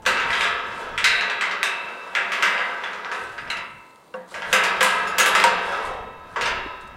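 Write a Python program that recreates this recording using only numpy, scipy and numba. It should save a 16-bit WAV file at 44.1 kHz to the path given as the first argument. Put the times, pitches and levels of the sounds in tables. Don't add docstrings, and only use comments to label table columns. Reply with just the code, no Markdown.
import sys
import numpy as np
from numba import njit
from scipy import signal
from scipy.fft import rfft, irfft
from scipy.io import wavfile
from scipy.ndimage import uniform_filter1d

SR = 44100
rng = np.random.default_rng(int(sys.argv[2]) if len(sys.argv) > 2 else 0)


def volts_from_decibels(level):
    exponent = np.asarray(level, float) / 20
    return 10 ** exponent


def inscribe(sig):
    pcm = np.round(np.clip(np.atleast_2d(sig).T, -1, 1) * 32767)
    wavfile.write(sys.argv[1], SR, pcm.astype(np.int16))


N = 306936

COLOUR_HZ = (550, 2000, 5600, 11000)
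# start_s, level_db, then against that level bass_db, top_db, crack_db
CLANKS = [(.0627, -5, -13, -21.5, -11), (0.9777, -6.5, -38, -31.5, -9), (1.042, 1.5, -36.5, -22, -10),
          (1.41, -6, -29, -34, -12), (1.6297, -7.5, -18.5, -20, -2), (2.151, -7, -20.5, -34, -8),
          (2.319, -8, -34, -32, -12), (2.4244, -1.7, -28.5, -30, -17), (3.1151, -14, -11, -33, -10),
          (3.38, -18.5, -25, -40, -8.5), (3.5014, -14.5, -21, -25, -5), (4.14, -34.5, 3, -46, -1.5),
          (4.342, -18.5, -10.5, -30, -10), (4.5281, -0.4, -17.5, -15.5, -7), (4.636, -6, -24, -20, -17),
          (4.8075, -4, -14.5, -21, -13), (4.8289, -5.5, -13, -10.5, -3), (5.1822, -3.5, -15, -8.5, -25),
          (5.1997, -4.5, -14, -10, -5), (5.2597, -7.5, -9, -11.5, -2.5), (5.3506, -0.9, -12.5, -23.5, -11),
          (5.4002, -7, -17, -24, -2), (5.4395, -2, -12, -19, -1), (6.36, -14, -5, -40, -14)]


def evened(x):
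    return x / np.sqrt(np.mean(x ** 2) + 1e-20)


def read(hz, value, at_hz):
    return np.interp(np.log(at_hz + 1), np.log(np.asarray(hz) + 1), value)


def along(rows):
    s, *columns = np.transpose(rows)
    return [np.interp(np.arange(N) / SR, s, column) for column in columns]


def noise(points, patchy_db):
    hz = np.fft.rfftfreq(1024, 1 / SR)
    real, imag, patches = rng.standard_normal((N // 256 + 5, 513, 3)).T
    patches = uniform_filter1d(patches, size=10, axis=0)
    patches = evened(uniform_filter1d(patches, size=12, axis=1))
    colour_db = read(*np.transpose(points), hz)[:, None]
    bins = (real + 1j * imag) * volts_from_decibels(colour_db + patchy_db * patches)
    return evened(signal.istft(bins, nperseg=1024, noverlap=768)[1][:N])


def add(mix, s, db, hz, t60, rise, loose=1):
    part = mix[round(s * SR):][:SR]
    t = np.arange(len(part)) / SR
    level = volts_from_decibels(db - 60 * t / t60) * (1 - np.exp(-t / rise))
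    part += level * np.sin(2 * np.pi * (hz * t + loose * rng.random()))


def hill_air():
    # pitch_hz, density_db (per Hz)
    air_colour = [(59, -37), (100, -10), (358, -1.5), (513, -0.5), (1280, -3), (1650, -15), (2630, -18.5),
                  (8640, -31), (16000, -28)]
    return volts_from_decibels(-54) * noise(air_colour, patchy_db=1.2)


def wind():
    # start_s, buffet_db
    gusts = [(0, -54), (.33, -44), (.5, -55), (.95, -53.5), (1.16, -44), (1.28, -78), (2.95, -82),
             (3.25, -68), (3.62, -63), (4.2, -105), (4.5, -55), (5.1, -62.5), (5.54, -52), (5.95, -50.5),
             (6.3, -52.5), (6.61, -46), (6.77, -55.5), (6.96, -46)]
    # pitch_hz, density_db (per Hz)
    buffet_colour = [(12, -15), (25, 0), (45, -12), (70, -8), (110, -36), (300, -90)]
    # pitch_hz, density_db (per Hz)
    roar_colour = [(30, -44), (55, -12), (80, -5), (140, -10), (220, -7.5), (350, -17.5), (700, -90)]
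    step_s, flutter_s, flutter_db = .01, .05, 3
    steps = rng.standard_normal(round(N / SR / step_s) + 2)
    lumps = evened(signal.lfilter([1], [1, -np.exp(-step_s / flutter_s)], steps))
    flutter = np.interp(np.arange(N) / SR / step_s, np.arange(len(steps)), lumps)
    gust_db = along(gusts)[0] + flutter_db * flutter
    buffet = volts_from_decibels(gust_db) * noise(buffet_colour, patchy_db=2.5)
    roar = volts_from_decibels(-29 + .42 * gust_db) * noise(roar_colour, patchy_db=3.0)
    return buffet + roar


def hand():
    # start_s, shaking_db, grip (0-1, damps the ring)
    handling = [(0, -48, .1), (.11, -44, 0), (.25, -23.5, 0.21), (.5, -28.5, 0.14), (.95, -32, 0.14),
                (1.16, -26, 0.26), (1.92, -36, 0.13), (2.44, -27, 0.1), (3.57, -39, 0.41), (3.8, -66, 0.34),
                (4.2, -65, 0.05), (4.5, -25.5, 0.23), (5.31, -24.5, 0.22), (5.76, -21, 0.33),
                (6.07, -53.5, 0), (6.36, -39, 0), (6.53, -28, 0.32), (6.8, -43, 0.12)]
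    press_s, shiver_s = 0.18, 0.13
    shake_db, grip = along(handling)
    since = np.arange(N) / SR - np.transpose(CLANKS)[0][:, None]
    press = (np.clip(1 + since / press_s, 0, 1) * (since < 0)).max(0)
    shiver = (np.exp(-abs(since) / shiver_s) * (since > 0)).max(0)
    rub_db = -42 + 0.9 * shake_db
    return rub_db, shake_db + 4 * shiver, grip + 0.17 * press


def bolt_rub():
    # start_s, rise_s, fall_s, top_db
    scuffs = [(.26, 0.085, .06, -41.5), (.36, 0.056, 0.21, -39), (.66, 0.15, 0.16, -49.5),
              (1.06, .09, .25, -46), (2.31, 0.017, 0.39, -49), (3.12, 0.016, 0.59, -48),
              (3.5, .1, 3.5, -66), (1.65, 0.11, 3.5, -60), (4.27, 0.04, 0.5, -50), (6.865, .01, .04, -57),
              (4.45, .07, 0.4, -48), (4.8, 0.085, 0.28, -35), (5.2, .05, .12, -51),
              (5.32, 0.055, 0.29, -36), (5.6, 0.064, 0.62, -49), (4.13, .01, .1, -62), (2.42, .02, .5, -50),
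              (5.82, 0.049, .07, -45), (6.269, .07, 0.056, -61), (6.37, 0.074, 0.1, -55),
              (6.798, 0.017, 0.069, -55)]
    # pitch_hz, density_db (per Hz)
    rub_colour = [(2500, -7), (4000, 1.5), (5500, -7), (7000, -5), (9000, -4.5), (11000, -13.5),
                  (13000, -21), (16000, -38)]
    t = np.arange(N) / SR
    level = volts_from_decibels(hand()[0]) + volts_from_decibels(-76.5)
    for s, rise, fall, db in scuffs:
        late = t - s - rise
        shape_db = np.where(late < 0, 16 * late / rise, -34.5 * late / fall)
        level = level + volts_from_decibels(db + shape_db) * np.clip((t - s) / .01, 0, 1)
    grains = uniform_filter1d(rng.exponential(1, N) ** 2 - 2, size=60)
    grit = volts_from_decibels(2.0 * evened(grains))
    return level * evened(noise(rub_colour, patchy_db=1.5) * grit)


def latch_rings():
    # start_s, level_db, pitch_hz, t60_s, scatter (share of pitch)
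    lone_tubes = [(0, -46, 881, .68, .0018), (.33, -35, 3600, .8, .15), (.41, -37, 3500, .5, .12),
                  (1.04, -32, 4170, 0.69, 0.059), (1.042, -31, 3900, 0.71, 0.05),
                  (1.045, -24.5, 1907, 0.44, 0.17), (1.63, -38, 3700, 0.5, .03),
                  (3.502, -37, 3920, .15, .052), (3.502, -43, 2760, .7, .035),
                  (3.502, -45, 4000, 0.48, .022), (-0.3, -37, 420, .07, 0.48), (5.40, -38, 3000, .8, 0.12),
                  (5.440, -17, 923, .32, .001), (5.441, -22, 630, 0.27, .2), (5.5, -37, 850, 1.6, .25),
                  (5.5, -39, 480, 1.9, .3), (5.440, -17, 946, 0.4, .0082), (6.41, -42, 965, 1.1, 0.04),
                  (6.41, -40, 3600, .6, .3), (5.7, -40, 520, 1.5, .15), (6.452, -41.5, 600, 0.76, 0.21),
                  (6.409, -39.5, 1005, 1.2, .003), (5.44, -26, 1530, .15, .03), (4.528, -30, 2800, .4, .05),
                  (2.319, -60, 13500, .25, .12), (2.424, -57, 13000, .35, .15), (2.837, -41, 3500, .3, .05),
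                  (3.501, -38, 3900, .2, .08), (3.501, -40, 2850, .6, .05), (5.55, -40, 3000, .9, .15),
                  (5.82, -37, 900, .9, .35), (5.9, -39, 600, 1, .35), (6.359, -35, 1050, .6, .12),
                  (6.455, -43, 5200, .35, .25), (.063, -37, 4100, .6, .1)]
    # start_s, level_db, pitch_hz, t60_s
    pings = [(0.062, -33.5, 6040, .1), (1.042, -43, 6930, .34), (1.41, -43, 7830, 0.1),
             (2.424, -52, 8050, .36), (2.424, -56, 11500, .25), (4.528, -36, 6000, .06),
             (6.41, -46, 6800, .2), (6.452, -46, 8300, .15), (3.569, -52, 10700, 0.079),
             (4.14, -60, 5400, .06), (5.073, -46.5, 6870, 0.18), (5.075, -49, 5260, 0.15),
             (5.074, -60, 14100, .15), (5.074, -53, 10060, .2), (5.20, -30, 6700, 0.35),
             (5.26, -35.5, 11100, 0.24), (5.438, -22.5, 8320, .04)]
    out = np.zeros((3, N))
    for s, db, hz, t60, scatter in list(lone_tubes) + [(*ping, .035) for ping in pings]:
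        for k, (detune, life) in enumerate(rng.uniform(-1, 1, (9, 2))):
            part_hz = hz * (1 + scatter * detune)
            add(out[k % 3], s, db - 2, part_hz, t60 * (1 + .3 * life), rise=.0008)
    wobble = uniform_filter1d(rng.standard_normal((3, N)), size=500, axis=1)
    wobble = evened(uniform_filter1d(wobble, size=500, axis=1))
    return (out * volts_from_decibels(1.5 * wobble)).sum(0)


def blows():
    # start_s, level_db, top_db (against the level)
    jolts = [(0.021, -44, -9), (0.0531, -21, -27), (.171, -12.5, -40), (0.199, -13, -32),
             (0.3048, -11, -46), (0.3297, -10.5, -41), (0.352, -13, -33), (0.4089, -6.5, -36),
             (0.4307, -11.5, -30), (0.4538, -12, -42), (.723, -29, -30), (0.7952, -37, -25),
             (1.2092, -10.5, -35), (1.299, -11.5, -39), (1.4498, -20, -31), (1.512, -14, -34),
             (1.882, -33, -39), (2.5785, -10, -54), (2.8365, -16, -36.5), (2.931, -22.5, -31),
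             (3.047, -17.5, -49), (3.4745, -24, -46), (3.5688, -19.5, -33), (4.312, -35, -30),
             (4.4208, -17.5, -44), (5.0729, -23.5, -17), (5.8892, -31.5, -31), (6.4105, -11, -26),
             (6.4575, -10, -32), (6.4747, -17.5, -26)]
    rows = []
    for s, db, bass, top, crack in CLANKS:
        rows.append((s, db, bass, -7.5 + 0.39 * top, top, crack))
    for s, db, top in jolts:
        bass = min(-33 - 1.11 * db, 8)
        rows.append((s, db, bass, -4.0 + 0.39 * top, top, -8))
    return sorted(rows)


@njit(fastmath=True)
def ring(cos, sin, loss, spread, grip, at, blow_re, blow_im, reach, rattle):
    modes, out, e = len(loss), np.zeros(len(grip)), 0
    re, im = np.zeros(modes), np.zeros(modes)
    in_re, in_im = np.zeros(modes), np.zeros(modes)
    for n in range(len(grip)):
        while e < len(at) and at[e] <= n:
            in_re += blow_re[e]
            in_im += blow_im[e]
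            e += 1
        total, x, y = 0., cos[n // 256], sin[n // 256]
        for m in range(modes):
            keep = 1 - loss[m] * grip[n]
            a = keep * re[m] + spread[m] * in_re[m] + reach[m] * rattle[n]
            b = keep * im[m] + spread[m] * in_im[m]
            c = (1 - spread[m]) * in_re[m] + 1e-15
            d = (1 - spread[m]) * in_im[m] + 1e-15
            re[m], im[m] = a * x[m] - b * y[m], a * y[m] + b * x[m]
            in_re[m], in_im[m] = c * x[m] - d * y[m], c * y[m] + d * x[m]
            total += re[m]
        out[n] = total
    return out


def gate(count=450):
    # pitch_hz, level_db, t60_s
    tubes = [(513, -3.5, 1.17), (572, -8.5, 1.7), (872, -19.5, 2.8), (923, -4.5, 1.02), (949, -5.5, 1.37),
             (1167, -7, 1.1), (1262, -7.5, 1.5), (1345, -11, 1.2), (1395, -5.5, 0.66), (1545, -6, 1.2),
             (1005, -8.5, 2.74), (1640, -7, 0.71), (1661, -4.5, 0.75), (1714, -10, 1.4), (1580, -14, 0.97),
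             (1850, -11, 0.9), (1955, -9, 1.1), (2025, -10, 0.6), (2100, -13, 0.7), (2200, -14, 0.7),
             (2330, -12, 0.8), (2500, -10, .7), (2615, -12, 1.2), (2700, -11, 1.1), (2800, -7, 0.95),
             (3068, -11, 1.1), (3688, -13, 1.14), (3785, -16, 1.3), (3883, -19, 1.3), (3991, -17, .8)]
    # pitch_hz, level_db (of one mode), t60_s
    mesh = [(157, -19, 0.48), (325, -20, 1.4), (423, -7.5, 1.23), (580, -7, 0.73), (920, -8, 1.04),
            (1400, -8.5, 1.13), (1970, -14.5, 1.23), (3540, -10, 0.75), (4270, -12.5, 0.68),
            (5900, -8.5, 0.4), (7730, -6.5, 0.4), (13400, -17.5, 0.28), (16000, -22, 0.23)]
    tube_hz, tube_db, tube_t60 = np.transpose(tubes)
    twin_hz = tube_hz * (1 + 0.007 * rng.uniform(-1.097, 1, len(tube_hz)))
    f, f_db, f_t60 = np.transpose(mesh)
    mesh_hz = 170 + 15700 * ((np.arange(count) + rng.random(count)) / count) ** 1.7
    mesh_db = read(f, f_db, mesh_hz) + 8 * (rng.random(count) - .55)
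    mesh_t60 = read(f, f_t60, mesh_hz) * np.exp(.15 * rng.standard_normal(count))
    hz = np.r_[tube_hz, twin_hz, mesh_hz]
    db = np.r_[tube_db, tube_db - 1.5, mesh_db]
    t60 = np.r_[tube_t60, tube_t60 * .8, mesh_t60]

    s, level_db, bass, shine, top, _ = np.transpose(blows())
    colours = np.transpose([bass, 0 * s, shine, top])
    colour_db = np.array([read(COLOUR_HZ, colour, hz) for colour in colours])
    luck = rng.random((len(s), 2, len(hz)))
    clumps = uniform_filter1d(rng.standard_normal((len(s), len(hz))), size=16, axis=1)
    spot_db = 2.2 * evened(clumps) + 6.3 * (luck[:, 0] - .5)
    blow_db = level_db[:, None] - 18.2 + colour_db + db + spot_db
    blow = volts_from_decibels(blow_db) * np.exp(2j * np.pi * luck[:, 1])
    fill_s = .0004 + 1500 / hz ** 2
    spread = 1 - np.exp(-1 / (fill_s * SR))

    _, rattle_db, grip = hand()
    taps = volts_from_decibels(3.3 * np.minimum(rng.exponential(1, N), 3)) * (rng.random(N) < 500 / SR)
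    taps = taps * rng.choice([-1., 1.], N)
    rattle_colour_db = read((300, 1500, 5000, 14000), (-8.0, -2.0, -17.0, -51.0), hz)
    reach = volts_from_decibels(db + rattle_colour_db + 5.7 * rng.random(len(hz)))
    reach = reach * rng.choice([-1., 1.], len(hz))

    waver = evened(uniform_filter1d(rng.standard_normal((N // 256 + 1, len(hz))), size=12, axis=0))
    turn = 2 * np.pi * (hz + 4.0 * waver) / SR
    loss = np.log(1000) / (t60 * SR)
    damping = volts_from_decibels(10.5 * (np.clip(grip, 0, 1) + 0.0221))
    at = np.round(s * SR).astype(np.int64)
    return ring(np.cos(turn), np.sin(turn), loss, spread, damping, at,
                blow.real.copy(), blow.imag.copy(), reach, volts_from_decibels(rattle_db - 31.5) * taps)


def cracks():
    out = np.zeros(N + 1024)
    t = np.arange(1024) / SR - .002
    hz = np.fft.rfftfreq(1024, 1 / SR)
    snap = np.maximum(t, 0) / .0005 * np.exp(1 - t / .0005)
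    snap = snap + .25 * (t > .0005) * np.exp(-t / .003)
    for s, db, bass, shine, top, crack_db in blows():
        colour_db = (bass - 30, bass - 8, 0, shine - 4, top - 9, top - 19)
        colour = volts_from_decibels(read((150, *COLOUR_HZ, 16000), colour_db, hz))
        burst = irfft(rfft(rng.standard_normal(1024) * snap) * colour)
        out[round((s - .002) * SR):][:1024] += volts_from_decibels(db + crack_db + 5) * burst / abs(burst).max()
    return out[:N]


def post():
    # start_s, level_db
    knocks = [
        (.062, -24),
        (4.140, -27.5),
        (4.528, -21),
        (4.808, -21),
        (5.182, -26.5),
        (5.440, -16),
    ]
    # pitch_hz, level_db, t60_s
    post_modes = [(184.2, -16, 0.76), (207, -8.5, 0.22), (422, -13, 0.25), (494, -8, 0.12), (515, 2.5, 0.3),
                  (727, -11.5, 0.2), (856, -19, .1), (944, -11, 0.28), (1110, -2, 0.12), (1390, -2, 0.038),
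                  (1510, 1, 0.056), (1790, -12, .05), (2760, -5, 0.045)]
    out = np.zeros(N)
    for s, db in knocks:
        for hz, mode_db, t60 in post_modes:
            add(out, s, db + mode_db, hz, t60, rise=2.8 / hz, loose=0)
    return out


def members():
    RAIL_HZ, BAR_HZ, POLE_HZ, HOOP_HZ, LOOP_HZ = 925, 1303, 1525, 2065, 2306
    STAY_HZ, BRACE_HZ, CAP_HZ, TIP_HZ = 2649, 3760, 3883, 3994
    # start_s, level_db, pitch_hz, t60_s
    tones = [(.063, -29, BAR_HZ, 3), (.063, -29, STAY_HZ, 2.5), (.2, -32, RAIL_HZ, 2.5),
             (.43, -32, BAR_HZ, 2.5), (.33, -42, BRACE_HZ, 2), (.063, -43, TIP_HZ, 2),
             (1.042, -23, HOOP_HZ, .9), (1.042, -26, STAY_HZ, 2), (1.042, -28, CAP_HZ, 1.4),
             (1.042, -32, BRACE_HZ, 1.4), (1.042, -28, TIP_HZ, 1.1), (1.042, -28, POLE_HZ, 2.5),
             (1.41, -28, HOOP_HZ, 1.2), (1.63, -29, STAY_HZ, 2), (1.63, -43, BRACE_HZ, 2),
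             (1.63, -36, BAR_HZ, 3), (1.63, -42, TIP_HZ, 1.2), (2.151, -31, HOOP_HZ, 1),
             (2.151, -36, STAY_HZ, 2), (2.151, -34, LOOP_HZ, 1.5), (2.424, -24, HOOP_HZ, 1.2),
             (2.424, -26, LOOP_HZ, .9), (2.424, -31, STAY_HZ, 1), (2.424, -40, BRACE_HZ, 1.2),
             (2.58, -35, POLE_HZ, 2.5), (3.115, -36, BAR_HZ, 1.8), (3.115, -42, STAY_HZ, 1.5),
             (3.115, -35, POLE_HZ, 1.5), (3.501, -35, STAY_HZ, 1.1), (3.501, -37, BAR_HZ, 1.4),
             (3.501, -45, RAIL_HZ, 2), (4.528, -25, HOOP_HZ, 1.2), (4.528, -28, BAR_HZ, 2.5),
             (4.528, -32, STAY_HZ, 2.5), (4.528, -38, BRACE_HZ, 3), (4.829, -29, HOOP_HZ, 1.3),
             (4.829, -27, BAR_HZ, 3), (4.829, -33, STAY_HZ, 3), (5.2, -33, BRACE_HZ, 1.5),
             (5.2, -25, STAY_HZ, 1.2), (5.2, -24, BAR_HZ, 2.5), (5.35, -24, HOOP_HZ, 1),
             (5.44, -32, STAY_HZ, 2), (5.44, -40, BRACE_HZ, 2.2), (5.5, -36, RAIL_HZ, 3.5),
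             (6.41, -44, BRACE_HZ, 2), (6.451, -31, BAR_HZ, 1.6), (6.41, -38, STAY_HZ, 2.2),
             (6.451, -35, RAIL_HZ, 1.5)]
    # pitch (share), level_db, t60 (share)
    neighbours = [(1, -1, 1), (.992, -7, .75), (1.011, -8, .65)]
    out = np.zeros(N)
    t = np.arange(N // 32 + 2) * 32 / SR
    for hz in sorted({row[2] for row in tones}):
        for share, near_db, life in neighbours:
            power = np.zeros(len(t))
            for s, db, f, t60 in tones:
                if f == hz:
                    fall_db = 60 * np.maximum(t - s, 0) / (t60 * life)
                    power += volts_from_decibels(2 * (db + near_db - fall_db)) * np.clip((t - s) / .008, 0, 1)
            wander = uniform_filter1d(rng.standard_normal((2, len(t))), size=60, axis=1)
            drift, flicker = evened(wander)
            level = np.interp(np.arange(N) / SR, t, np.sqrt(power) * volts_from_decibels(1.5 * flicker))
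            turns = np.cumsum(hz * share + 2.5 * np.repeat(drift, 32)[:N]) / SR
            out += level * np.sin(2 * np.pi * turns)
    return out


def faint_sides(mid):
    # pitch_hz, side_db (against the middle)
    side_colour = [(60, -19), (110, -20), (200, -21), (380, -23), (700, -34), (1290, -40), (2380, -36),
                   (4400, -22), (8120, -18), (15000, -12)]
    hz = np.fft.rfftfreq(1024, 1 / SR)
    smear = rfft(rng.standard_normal(1024) * np.exp(-np.arange(1024) / 150))
    side_level = volts_from_decibels(read(*np.transpose(side_colour), hz) - 6.0)
    side = signal.oaconvolve(mid, irfft(smear / abs(smear) * side_level))[:N]
    return np.array([mid + side, mid - side])


def scene():
    weather = hill_air() + wind()
    steel = bolt_rub() + latch_rings() + gate() + cracks() + post() + members()
    return faint_sides(weather + steel)


def low_pass(x):
    return signal.sosfilt(signal.butter(12, 16820, fs=SR, output="sos"), x)


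def record(dry):
    power = uniform_filter1d((dry ** 2).mean(0), size=300)
    power_db = 10 * np.log10(abs(power) + 1e-12)
    fall_db = np.arange(N) * 19.0 / SR
    held_db = np.maximum.accumulate(power_db + fall_db) - fall_db
    over_db = np.maximum(held_db + 14.5, 0)
    ducked = dry / volts_from_decibels(0.43 * uniform_filter1d(over_db, size=150))
    rounded = 1.3 * np.tanh(ducked / 1.3)
    edge = signal.firwin(255, 16000, window=("kaiser", 8), fs=SR)
    mix = signal.oaconvolve(rounded, edge[None], "same")
    return low_pass(mix)


dry = scene()
out = record(dry)
inscribe(out)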